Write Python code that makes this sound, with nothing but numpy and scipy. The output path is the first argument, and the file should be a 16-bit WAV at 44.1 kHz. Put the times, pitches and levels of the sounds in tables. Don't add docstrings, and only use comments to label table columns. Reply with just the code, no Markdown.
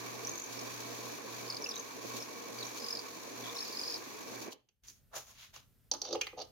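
import sys
import numpy as np
from scipy import signal
from scipy.fft import rfft, irfft, next_fast_len
from scipy.io import wavfile
from scipy.ndimage import uniform_filter1d

SR = 44100
rng = np.random.default_rng(int(sys.argv[2]) if len(sys.argv) > 2 else 0)


def int16_out(signal):
    q = np.round(np.clip(np.atleast_2d(signal).T, -1, 1) * 32767)
    wavfile.write(sys.argv[1], SR, q.astype(np.int16))


N = 287091
TIME = np.arange(N) / SR
SPINDLE_HZ = 47.2


def drill_press():
    rumble, rattle, hum, hiss = press_levels()
    turn = np.sin(wavering_phase(SPINDLE_HZ, wobble=0.013, rate=2.1))
    return belt(rumble) + bearings(rattle, turn) + motor(hum) + flutes(hiss, turn) + binding_bit()


# (start [s], swell lasts [s], rubbing lasts [s], rubbing [dB], rattle rise [dB])
SURGES = [(-0.03, .36, 0.45, -62.5, 3), (0.51, .62, .66, -58.5, 3), (1.29, 0.27, 0.24, -59.5, 2.5),
          (2.02, 0.2, .23, -58, 2), (2.55, .14, 0.385, -59.5, 2.5), (3.38, 0.12, 0.604, -60.5, 2.5),
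          (4.33, 0.081, 0.13, -64, 1.2)]
# (time [s], level [dB])
FEED_THUDS = [(0.57, -56), (2.11, -57), (3.41, -52.5), (4.48, -48)]
# (time [s], level [dB])
BRIEF_RASPS = [(0.532, -54), (2.17, -51.5), (2.775, -54.5), (4.425, -55), (4.524, -60)]


def press_levels():
    swell, rattle_db, rub_power = 0, -53.5, from_db(-59.5) ** 2
    for start, swell_s, rub_s, rub_db, rise_db in SURGES:
        swelling = gate(start, start + swell_s, ramp_s=0.09)
        rubbing = gate(start, start + rub_s, ramp_s=0.083)
        swell = swell + swelling
        rattle_db = rattle_db + rise_db * (swelling + rubbing) / 2
        rub_power = rub_power + (from_db(rub_db) * rubbing) ** 2
    stop_s = 4.485
    running = dying(stop_s, db_per_s=295)
    rumble_power = from_db(-53 + 1.5 * swell) ** 2 + bumps(FEED_THUDS, length_s=0.055)
    rumble = np.sqrt(rumble_power) * dying(stop_s, db_per_s=225)
    hum = from_db(-67) * (1 + (from_db(12) - 1) * swell) * running
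    rub_power = rub_power * dying(4.46, db_per_s=252) ** 2
    hiss = np.sqrt(rub_power + bumps(BRIEF_RASPS, length_s=0.031))
    return rumble, from_db(rattle_db) * running, hum, hiss


def motor(level):
    phase = wavering_phase(hz=119.7, wobble=0.0027, rate=8)
    return level * np.sin(phase + np.array([[0], [0.9]]))


# (frequency [Hz], level [dB])
BELT_SPECTRUM = [(30, -44), (60, -25), (100, -19.5), (150, -14), (200, -8.5), (250, 0.5), (330, -1.5),
                 (430, -1), (520, -3.5), (620, -6.5), (760, -10.5), (900, -10.5)]


def belt(level):
    flutter = from_db(0.5 + 1.84 * drift(40))
    return level * flutter * coloured(BELT_SPECTRUM, alike=0.058) * ears(1, 2.6)


# (frequency [Hz], level [dB])
BEARING_SPECTRUM = [(410, -32), (700, -6), (753, -10), (851, -7), (1100, -0.5), (1310, -11.5), (1630, -6.5),
                    (2010, -9.5), (2130, -10.5), (2240, -6.5), (2350, -5.5), (2620, -10), (3000, -22.5),
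                    (3900, -56), (6600, -120)]
# (pitch [Hz], width [Hz], level [dB])
BODY_NOTES = [(473, 4.4, -6.5), (681, 19, -16.5), (1020, 49, -10), (1102.6, 22, -9.5), (2303, 42, -9.5)]


def bearings(level, turn):
    flutter = from_db(-1.24 + drift(120) + 0.31 * turn)
    rattle = flutter * coloured(BEARING_SPECTRUM, alike=0.0079)
    knocking = from_db(3.33 * drift(60)) * stereo_noise(0.17)
    body = sum(from_db(db) * rms_one(resonate(knocking, hz, width)) for hz, width, db in BODY_NOTES)
    return level * (rattle + body) * ears(0.6, 2.8)


# (frequency [Hz], level [dB])
FLUTE_SPECTRUM = [(1470, -48), (2500, -4), (2810, -7.5), (3130, -5.5), (4440, 0.5), (5150, -5.5), (5560, 0),
                  (6350, 1), (6700, 0.5), (7710, -13), (9360, -14.5), (11400, -9), (13300, -10.5),
                  (15200, -11), (16000, -14.5)]


def flutes(level, turn):
    return level * from_db(8.5 + 1.3 * drift(200) + turn) * coloured(FLUTE_SPECTRUM, alike=0.014)


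# (start [s], end [s], final level [dB])
TIGHT_SPELLS = [(2.78, 3.001, -47), (3.557, 3.968, -40.5)]
# (pitch [Hz], width [Hz], level [dB])
DRILL_BIT_NOTE = [(5140, 870, -6.5)]


def binding_bit():
    hz, width, ring_db = DRILL_BIT_NOTE[0]
    singing = rms_one(resonate(resonate(stereo_noise(0.12), hz, width), hz, width))
    growth_db_per_s = 26
    level = sum(from_db(db - growth_db_per_s * np.abs(end - TIME)) * gate(start, end, ramp_s=0.012)
                for start, end, db in TIGHT_SPELLS)
    return level * from_db(ring_db + 2.8 * drift(250)) * singing


# (start [s], end [s], first level [dB], last level [dB],
# first pitch [Hz], last pitch [Hz])
SLIP_RUNS = [(0.248, 0.2708, -33.5, -29.5, 5930, 6020), (0.2922, 0.314, -29, -37, 6070, 6360),
             (0.3353, 0.46, -35, -37.5, 6450, 6300), (0.5705, 0.59, -43, -38, 5700, 5520),
             (1.478, 1.5005, -40, -27.5, 4950, 4800), (1.5232, 1.5678, -36, -33.5, 4680, 4870),
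             (1.6203, 1.6414, -33, -29.5, 5640, 5160), (1.6613, 1.6624, -34.5, -35.5, 2750, 2740),
             (1.6674, 1.6903, -36, -28, 5790, 5680), (1.711, 1.711, -33.5, -33.5, 5000, 4930),
             (1.716, 1.765, -38, -35, 3550, 3960), (1.7572, 1.7960, -36, -35.5, 6130, 6480),
             (2.202, 2.2237, -38, -37, 5450, 5350), (2.588, 2.6072, -38, -34.5, 4730, 4630),
             (2.627, 2.627, -34.5, -35, 3860, 3880), (2.65, 2.667, -40, -38, 6170, 6200),
             (2.8, 2.9267, -36.5, -29.5, 5010, 5010), (2.9502, 2.9914, -32.5, -33, 4675, 4803),
             (3.438, 3.494, -41.5, -36.5, 3500, 3620), (3.561, 3.6255, -34, -32, 5320, 5280),
             (3.567, 3.588, -36.5, -32.5, 3950, 4340), (3.651, 3.686, -39, -37, 4570, 4744),
             (3.7277, 3.7484, -34, -37, 4840, 4570), (3.771, 3.9414, -30, -33.5, 4880, 5097),
             (3.863, 3.96, -38, -34, 4650, 4460)]


def bit_slips():
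    slip, rebound = (0, 0, 0), (0.006, -11, -0.08)
    rows = []
    for run in SLIP_RUNS:
        first, last = run[::2], run[1::2]
        turns = 1 + int(round((last[0] - first[0]) * SPINDLE_HZ))
        s, db, hz = np.linspace(first, last, turns).T
        for late_s, change_db, octaves in (slip, rebound):
            louder, higher = rng.standard_normal((turns, 2)).T
            rows += zip(s + late_s, db + change_db + 0.5 * louder, hz * 2 ** (octaves + 0.024 * higher))
    return rows


def squeaks(length_s, rough, glide, overtone_db, rasp_db, ear_phase):
    out, waver = np.zeros((2, N)), drift(1500)
    rasp = even(from_db(rasp_db * drift(600)), window_s=0.0067)
    slips = bit_slips()
    for (s, db, hz), (stretch, bend, shift) in zip(slips, rng.standard_normal((len(slips), 3))):
        count = int(length_s * np.exp(0.15 * stretch) * SR)
        start = int((s + 0.0022) * SR) - count // 2
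        span = slice(start, start + count)
        pitch = hz * (1 + glide * bend * np.linspace(-1, 1, count) + rough * waver[span])
        ear_shift = ear_phase * np.tanh(shift) * np.array([[1], [-1]])
        phase = 2 * np.pi * np.cumsum(pitch) / SR + ear_shift
        tone = np.sin(phase) + from_db(overtone_db) * np.sin(2 * phase)
        out[:, span] += from_db(db) * np.hanning(count) ** 2 * tone
    return from_db(-1.2) * workshop(out * rasp, wet_db=-10, early_db=-7)


# (time [s], jig level [dB], jig tone [Hz],
# chuck level [dB], chuck tone [Hz], steel level [dB], steel tone [Hz])
KNOCK_EVENTS = [(4.4758, -45.5, 301, -47.5, 1420, -52, 6240), (4.523, -52, 600, -57.5, 3065, -50.5, 4100),
                (4.6876, -81, 603, -77.5, 2730, -67, 6300), (4.8827, -65, 250, -63, 2260, -46, 6270),
                (4.898, -70, 400, -60, 2220, -50, 6500), (5.1605, -47, 622, -52, 1200, -44, 6680),
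                (5.5605, -54.5, 1160, -57.5, 2700, -48, 6220), (5.9139, -40, 730, -50, 3280, -23.5, 5800),
                (5.9365, -44, 940, -54, 3290, -36, 5660), (5.9469, -39, 272, -42.5, 1220, -44, 4360),
                (6.0164, -46, 764, -62, 3260, -29.5, 5630), (6.0505, -49, 800, -56, 3230, -39, 5480),
                (6.127, -34, 540, -58, 3210, -32, 5060), (6.1476, -37.5, 842, -57, 1200, -47, 5310),
                (6.1543, -46, 493, -44.5, 2960, -53, 3750), (6.212, -46.5, 407, -30.5, 2470, -28.5, 6750),
                (6.268, -48, 1150, -37, 2060, -42, 3820), (6.329, -44.5, 480, -60, 1230, -74, 3880),
                (6.3895, -48, 820, -53, 3220, -49, 5350), (6.4182, -50, 514, -50, 3490, -43.5, 5300)]
# (pitch [Hz], level [dB], time to fade by 60 dB [s])
JIG_NOTES = [(175, -1, 0.023), (282, -15, 0.28), (348.6, -10.5, 0.11), (432, -14, 0.18), (501, -10.5, .12),
             (612, -9, 0.048), (740, -9.5, .05), (846, -6, 0.061), (1020, -6.5, 0.027), (1240, -1, 0.0091)]
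CHUCK_NOTES = [(1166, -1, 0.013), (1850, -1, 0.0077), (2130, -8, 0.0088), (2330, -6, 0.01),
               (2444, -17, 0.09), (2790, -2.5, 0.014), (2836, -19, 0.067), (3065, 0, 0.011)]
STEEL_NOTES = [(3000, 1.5, 0.0036), (3560, 1, 0.0065), (4117, -4, 0.014), (4554, -5, 0.024),
               (5160, -2.5, 0.0069), (5710, -9.5, 0.018), (6250, -5.5, 0.016), (6480, -5.5, 0.0083)]


def driver_and_jig():
    s, jig_db, jig_hz, chuck_db, chuck_hz, steel_db, steel_hz = np.transpose(KNOCK_EVENTS)
    jig_rub, steel_rub = scrapes()
    jig = jig_rub + strike(JIG_NOTES, s + 0.001966, jig_db + 6, jig_hz, octaves=0.3, scatter_db=4)
    chuck = strike(CHUCK_NOTES, s, chuck_db + 6.5, chuck_hz, octaves=0.095, scatter_db=3.5)
    steel = steel_rub + strike(STEEL_NOTES, s, steel_db + 4.5, steel_hz, octaves=0.18, scatter_db=0.5)
    crack = cracks(s, from_db(chuck_db - 15) + from_db(steel_db - 20.5), fade_s=0.0012)
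    return (workshop(high_pass(jig, hz=217), wet_db=-4.5, early_db=-14) * ears(-0.6, 0.6)
            + workshop(high_pass(chuck, hz=780) + crack, wet_db=-0.5, early_db=7) * ears(-1.1, 0.9)
            + workshop(high_pass(steel, hz=2410), wet_db=-5.5, early_db=1.5) * ears(-0.4, 0.4))


def strike(notes, times, levels_db, tones_hz, octaves, scatter_db):
    hz, note_db, fade_s = np.transpose(notes)
    t, out = TIME[:SR // 3], np.zeros(N + SR)
    rings = np.sin(2 * np.pi * np.outer(hz, t)) * np.exp(-np.log(1000) * np.outer(1 / fade_s, t))
    signs = (-1) ** np.arange(len(hz))
    for s, db, tone_hz in zip(times, levels_db, tones_hz):
        luck_db = scatter_db * rng.standard_normal(len(hz))
        strength = signs * from_db(db + note_db + luck_db) * tone_weight(hz, tone_hz, octaves)
        out[int(s * SR):int(s * SR) + len(t)] += strength @ rings
    return out[:N]


def cracks(times, strengths, fade_s):
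    touches = np.zeros(N)
    touches[(times * SR).astype(int)] = strengths
    level = signal.lfilter([1], [1, -np.exp(-1 / (fade_s * SR))], touches + 1e-18)
    return high_pass(level * rng.standard_normal(N), hz=3500)


# (time [s], jig level [dB], jig tone [Hz], steel level [dB])
SCRAPE_STROKES = [
    [(6.035, -42, 703, -58), (6.045, -53.5, 740, -48.5), (6.121, -38, 497, -48), (6.129, -45, 502, -41),
     (6.161, -31, 475, -56), (6.195, -64, 448, -76)],
    [(6.365, -64, 690, -80), (6.377, -40, 690, -55.5), (6.419, -43, 655, -44.5), (6.437, -67, 612, -69),
     (6.45, -62, 581, -61)],
]


def scrapes(impacts_per_s=4900):
    impacts = (rng.random(N) < impacts_per_s / SR) * rng.choice([-1, 1], N)
    skating = impacts * from_db(5 * drift(150))
    jig_rings = ring(skating, JIG_NOTES)
    hiss = even(sum(ring(skating, STEEL_NOTES)), window_s=0.013)
    jig, steel = 0, 0
    for stroke in SCRAPE_STROKES:
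        s, jig_db, tone_hz, steel_db = np.transpose(stroke)
        tone = np.interp(TIME, s, tone_hz)
        groan = sum(wave * tone_weight(hz, tone, octaves=0.16)
                    for wave, (hz, _, _) in zip(jig_rings, JIG_NOTES))
        jig = jig + from_db(-4) * level_curve(s, jig_db) * even(groan, window_s=0.015)
        steel = steel + from_db(-3.5) * level_curve(s, steel_db) * hiss
    return jig, steel


# (time [s], rise [s], hold [s], dull rub [dB], slide [dB], sleeve swish [dB])
HAND_STROKES = [(4.837, .003, 0.025, -85, -67.5, -68), (4.877, 0.014, 0.017, -85, -66, -57.5),
                (4.95, .04, .025, -92, -81, -76), (5.139, 0.017, 0.0093, -49.5, -61, -66),
                (5.159, 0.02, 0.0096, -52.5, -49, -45.5), (5.278, 0.061, 0.034, -69, -65, -61.5),
                (5.398, 0.089, 0.051, -76, -57.5, -62.5), (5.541, 0.011, 0.026, -66, -58, -61)]
# (frequency [Hz], level [dB])
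RUB_SPECTRUM = [(350, -10), (480, -8), (620, 2), (800, -3), (1000, -1), (1700, -7)]
SLIDE_SPECTRUM = [(750, -14), (1000, -5), (1400, -4.5), (2000, -2), (3000, 0.5), (4200, 0), (5500, -7.5)]
SLEEVE_SPECTRUM = [(4500, -9.5), (5800, -1), (6800, 2.5), (7600, -15), (9500, -11), (13000, -9),
                   (16000, -12)]


def hand():
    power = 0
    for s, rise_s, hold_s, *levels_db in HAND_STROKES:
        rising = from_db(20 * np.clip((TIME - s) / rise_s, -10, 0))
        power = power + np.outer(from_db(levels_db), rising * dying(s + hold_s, db_per_s=260)) ** 2
    rub, slide, swish = np.sqrt(power)
    grain = from_db(1.3 * drift(500))
    return grain * (rub * from_db(2.5) * coloured(RUB_SPECTRUM, alike=0.4)
                    + slide * from_db(1.5) * coloured(SLIDE_SPECTRUM, alike=0.13)
                    + swish * from_db(2.5) * coloured(SLEEVE_SPECTRUM, alike=0.11))


# (time [s], level [dB])
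AIR_LEVELS = [(0, -77.5), (4.82, -85), (4.84, -69), (6.51, -66.5)]
# (frequency [Hz], level [dB])
AIR_SPECTRUM = [(21, -35), (35, -11.5), (82, -11), (129, -10), (151, -19.5), (245, -19.5), (325, -36),
                (370, -28), (1170, -41.5), (1300, -36.5), (1860, -39.5), (8010, -43.5), (14800, -36.5),
                (16000, -52.5)]


def still_air():
    return level_curve(*np.transpose(AIR_LEVELS)) * coloured(AIR_SPECTRUM, alike=0.55)


def workshop(x, wet_db, early_db, fade_s=0.28):
    t = TIME[:SR // 2]
    early = rms_one(rng.standard_normal((2, len(t))) * np.exp(-t / 0.0048) * (t > 0.0006))
    tail = rms_one(rng.standard_normal((2, len(t))) * np.exp(-np.log(1000) * t / fade_s) * (t > 0.004))
    echoes = (from_db(early_db) * early + from_db(wet_db) * tail) / np.sqrt(len(t))
    return x + signal.fftconvolve(np.atleast_2d(x), echoes, axes=1)[:, :N]


def from_db(db):
    return np.exp(np.asarray(db) * (np.log(10) / 20))


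def ears(left_db, right_db):
    return from_db([[left_db], [right_db]])


def rms_one(x):
    return x / np.sqrt(np.mean(x ** 2) + 1e-20)


def even(x, window_s):
    return x / np.sqrt(np.abs(uniform_filter1d(x * x, int(window_s * SR) + 1)) + 1e-12)


def level_curve(times, levels_db):
    return from_db(np.interp(TIME, times, levels_db, left=-140, right=-140))


def gate(start, end, ramp_s):
    return np.clip(0.5 + np.minimum(TIME - start, end - TIME) / ramp_s, 0, 1)


def dying(stop_s, db_per_s):
    return from_db(-db_per_s * np.clip(TIME - stop_s, 0, 1))


def bumps(rows, length_s):
    return sum(from_db(db) ** 2 * np.exp(-2 * (2 * (TIME - s) / length_s) ** 2) for s, db in rows)


def drift(rate):
    points = rng.standard_normal(int(N / SR * rate) + 2)
    return rms_one(np.interp(TIME * rate, np.arange(len(points)), points))


def wavering_phase(hz, wobble, rate):
    return 2 * np.pi * np.cumsum(hz * (1 + wobble * drift(rate))) / SR


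def stereo_noise(alike):
    return np.sqrt(alike) * rng.standard_normal(N) + np.sqrt(1 - alike) * rng.standard_normal((2, N))


def coloured(spectrum, alike):
    size = next_fast_len(N)
    octave = np.log2(np.maximum(np.arange(size // 2 + 1) * SR / size, 1))
    hz, db = np.transpose(spectrum)
    beyond = np.abs(octave - np.clip(octave, np.log2(hz[0]), np.log2(hz[-1])))
    colour = from_db(np.interp(octave, np.log2(hz), db) - 48 * beyond)
    return rms_one(irfft(rfft(stereo_noise(alike), size) * colour, size)[:, :N])


def resonate(x, hz, width):
    r = np.exp(-np.pi * width / SR)
    feedback = [1, -2 * r * np.cos(2 * np.pi * hz / SR), r * r]
    return signal.lfilter(np.array([1, 0, -1]) * (1 - r * r) / 2, feedback, x)


def ring(force, notes):
    waves = []
    for k, (hz, db, fade_s) in enumerate(notes):
        r, step = np.exp(-np.log(1000) / (fade_s * SR)), 2 * np.pi * hz / SR
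        wave = signal.lfilter([0, np.sin(step)], [1, -2 * r * np.cos(step), r * r], force + 1e-18)
        waves.append((-1) ** k * from_db(db) * wave)
    return waves


def tone_weight(hz, tone_hz, octaves):
    return 1 / np.sqrt(1 + (np.log2(hz / tone_hz) / octaves) ** 2)


def high_pass(x, hz):
    return signal.sosfilt(signal.butter(2, hz, "high", fs=SR, output="sos"), x)


def scene():
    air = still_air()
    press = drill_press()
    squeaking = squeaks(length_s=0.012, rough=0.04, glide=0.031, overtone_db=-20, rasp_db=3,
                        ear_phase=1.42)
    return press + squeaking + hand() + driver_and_jig() + air


def record(dry):
    cutoff_hz = 15900
    return signal.sosfilt(signal.ellip(10, 0.1, 70, cutoff_hz, fs=SR, output="sos"), dry)


dry = scene()
out = record(dry)
int16_out(out)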